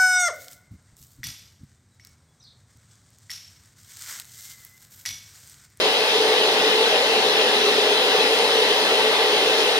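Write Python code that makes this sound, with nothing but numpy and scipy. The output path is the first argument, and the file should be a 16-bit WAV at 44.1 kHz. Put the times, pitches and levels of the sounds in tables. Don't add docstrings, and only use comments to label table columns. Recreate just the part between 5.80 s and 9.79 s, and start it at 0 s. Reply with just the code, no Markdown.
import sys
import numpy as np
from scipy import signal
from scipy.fft import rfft, irfft
from scipy.io import wavfile
from scipy.ndimage import uniform_filter1d

SR = 44100
rng = np.random.default_rng(int(sys.argv[2]) if len(sys.argv) > 2 else 0)


def master_out(mix):
    frames = np.transpose(np.atleast_2d(mix))
    ceiling = np.clip(frames, -1, 1)
    pcm = np.round(ceiling * 32767).astype(np.int16)
    wavfile.write(sys.argv[1], SR, pcm)


N = 175959

# (frequency [Hz], lag [rad])
PORT_LAG = [(500, -1), (1150, -0.1), (1650, 2.), (2000, 1.5), (2300, 2.5), (2900, 3.5), (4000, 5),
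            (4200, 4.5), (4450, 5), (4700, 4.), (5000, 6), (6200, 6), (7600, 9.5), (8900, 11.5),
            (9700, 14.5), (10600, 15.5), (15000, 23)]
# (frequency [Hz], difference [dB])
PORT_LEAN = [(450, 0.7), (740, 0.8), (1220, 1.5), (2010, 3), (3330, 2.5), (4600, 0.5), (6500, 1.1),
             (9080, 1), (12000, 2), (15000, 0)]


def gain_of(db):
    return 10 ** (np.asarray(db) / 20)


def evened(x):
    return x / np.sqrt(np.mean(abs(x) ** 2) + 1e-20)


def read(points, hz):
    f, value = np.transpose(points)
    return np.interp(np.log(hz + 1), np.log(f + 1), value)


def wander(t, top_hz, count=24):
    rates = np.geomspace(2.5, top_hz, count)
    return evened(sum(np.sin(2 * np.pi * (f * t + rng.random())) / np.sqrt(f) for f in rates))


def level_flutter(t):
    # (time [s], lower hum [dB], upper hum [dB], other rings [dB],
    #  body of the rush [dB], low treble [dB], high treble [dB])
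    flutter_points = [(0.0, 3, -2, -2, 0.9, -0.5, -0.5), (0.2, -6.5, -2.5, 0.5, -0.5, 0.5, -0.9),
                      (0.4, 1.5, 0, -1.5, -0.4, 0.5, -0.7), (0.6, -1, -0.3, 2, 0.5, -1, -0.3),
                      (0.8, 2, 1.5, -1.3, 0, 2, -0.8), (1.0, -0.4, 4, -0.3, 0.3, 0, -0.2),
                      (1.2, -2.5, -1, 3, 0.5, -0.5, -0.5), (1.4, -1.2, 3, -2.5, 0.5, -0.2, -0.2),
                      (1.6, -3, -2.5, 2, -0.0, -0.1, -0.5), (1.8, 4, -5, -2, 1, 0, 0.0),
                      (2.0, 5.5, -4.5, 1.2, 0.3, 0.8, 0), (2.2, -1.7, -2, -0.0, 0.5, -1, 0.4),
                      (2.4, 1, -0.3, 0.5, 0.6, 0, 0.5), (2.6, -2.5, 1, 0, -0.0, 0.0, 1),
                      (2.8, 1.5, 5.5, 1.7, 0.5, -0.2, 0.3), (3.0, -1.1, -1.3, -0.2, -0.1, 0.5, 1),
                      (3.2, -0.7, 4.5, 0.4, 0.5, -1.5, 0), (3.4, 2.5, -3.5, 1.5, 0, -1.5, -0.2),
                      (3.6, -0.5, -2, -0.4, 0.6, -1, 0.2), (3.8, -0.6, -1, 0, 0.5, 1.3, 0.5),
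                      (3.99, -2, 3, -1.6, -0.5, -1, 0.6)]
    times, *columns = np.transpose(flutter_points)
    return np.array([np.interp(t, times, db) for db in columns])


def rush():
    # (frequency [Hz], relative density [dB])
    air_shape = [(20, -88), (70, -92), (110, -82), (160, -71), (230, -62.5), (330, -58.5), (450, -59),
                 (900, -56), (1060, -58.5), (1300, -59.5), (1700, -56), (2020, -54), (2350, -59),
                 (2620, -53.5), (2850, -53), (3000, -50.5), (3500, -53.5), (4000, -54.5), (4200, -55),
                 (4500, -60), (4800, -59.5), (5100, -60), (5400, -63), (5800, -65.5), (6300, -67),
                 (7500, -75), (9600, -72.5), (11000, -76), (12500, -80), (15700, -84.5)]
    # (frequency [Hz], likeness [0-1])
    likeness = [(500, 0.96), (850, 0.97), (1200, 0.55), (1500, 0.57), (1850, 0.8), (2500, 0), (2900, 0.72),
                (3300, 0.68), (3600, 0.63), (3950, 0.77), (4150, 0.4), (4600, 0.4), (5100, 0.14), (6500, 0),
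                (8000, 0.28), (9300, 0.4), (10200, 0), (15000, 0)]
    band_centres = [3800, 5500, 9000]
    rush_db = -19.5
    shared_db, patch_db, fine_db = 0.05, 0.98, 1.5
    mono_hz, mono_same = 260, 0.99
    size, hop = 2048, 512

    frames, hz = N // hop + 9, np.fft.rfftfreq(size, 1 / SR)
    a, b, c, d, broad, fine = rng.standard_normal((frames, size // 2 + 1, 6)).T
    left, other = a + 1j * b, c + 1j * d

    broad = evened(uniform_filter1d(uniform_filter1d(broad, size=24, axis=0), size=6, axis=1))
    fine = evened(uniform_filter1d(uniform_filter1d(fine, size=4, axis=0), size=3, axis=1))
    shared = wander(np.arange(frames) * hop / SR, 10.0)

    apart = np.clip(hz / mono_hz - 1, 0, 1)
    same = np.clip(read(likeness, hz), 0, 1)
    same = (mono_same + (same - mono_same) * apart)[:, None]
    right = same * left + np.sqrt(1 - same ** 2) * other
    lean = gain_of(-apart * read(PORT_LEAN, hz))
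    turn = np.exp(1j * apart * read(PORT_LAG, hz))
    spectra = np.array([left, right * (lean * turn)[:, None]])

    share = np.array([np.interp(np.log(hz + 1), np.log(band_centres), row) for row in np.eye(3)])
    band_db = share.T @ level_flutter((np.arange(frames) * hop - size) / SR)[3:]
    texture_db = patch_db * broad + fine_db * fine + shared_db * shared
    spectra *= gain_of(read(air_shape, hz)[:, None] + band_db + texture_db)
    air = signal.istft(spectra, nperseg=size, noverlap=size - hop)[1][:, size:N + size]
    return gain_of(rush_db) * evened(air)


def rings():
    # (frequency [Hz], width [Hz], rms level [dB])
    resonances = [(291, 19, -47), (376, 10.5, -41), (398.2, 13, -36), (423.6, 19.3, -30),
                  (441.6, 17.3, -29), (460.4, 15, -32), (499.1, 16.6, -31), (559, 51, -35),
                  (627.6, 44, -37), (715.6, 7, -44.5), (805, 11, -42.5), (854, 57, -38), (966, 14, -47),
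                  (988, 13, -43), (1024, 19, -50.5)]
    group_limits = [435, 478]
    same = 0.98

    hz, out = np.fft.rfftfreq(N, 1 / SR), np.zeros((2, N))
    lean = gain_of(np.outer([0.5, -0.5], read(PORT_LEAN, hz)))
    groups = np.searchsorted(group_limits, [f for f, width, db in resonances])
    for k, level_db in enumerate(level_flutter(np.arange(N) / SR)[:3]):
        power = np.zeros(len(hz))
        for group, (f, width, db) in zip(groups, resonances):
            if group == k:
                power += gain_of(2 * db) / width / (1 + (2 * (hz - f) / width) ** 2) ** 2
        power *= 2 * SR / np.pi
        a, b = rng.standard_normal((N, 2)).T
        pair = np.array([a, same * a + np.sqrt(1 - same ** 2) * b])
        ringing = irfft(rfft(pair) * np.sqrt(power) * lean, N)
        out += ringing * gain_of(level_db)
    return out


def tones():
    # (frequency [Hz], rms level before waver and lean [dB], left minus right [dB], rms pitch waver [Hz])
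    tone_list = [(762, -36, 0.5, 2.9), (880.4, -40, 4, 3), (1159, -47, 2, 2.7), (1535, -48, 6, 4.3)]
    waver_db, waver_hz = 2.5, 10.0

    t, out = np.arange(N) / SR, np.zeros((2, N))
    coarse = t[::256]
    for hz, db, lean_db, pitch_hz in tone_list:
        pitch = np.interp(t, coarse, wander(coarse, waver_hz))
        level = np.interp(t, coarse, wander(coarse, waver_hz))
        turns = np.cumsum(hz + pitch_hz * pitch) / SR + rng.random()
        lag = np.array([[read(PORT_LAG, hz)], [0]])
        side = gain_of([[lean_db / 2], [-lean_db / 2]])
        peak = np.sqrt(2) * gain_of(db + waver_db * level)
        out += side * peak * np.sin(2 * np.pi * turns - lag)
    return out


def scene():
    return rush() + rings() + tones()


def record(dry):
    low_pass = signal.firwin(1023, 15715, window=("kaiser", 9), fs=SR)
    return signal.oaconvolve(dry, low_pass[None], "same")


dry = scene()
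out = record(dry)
master_out(out)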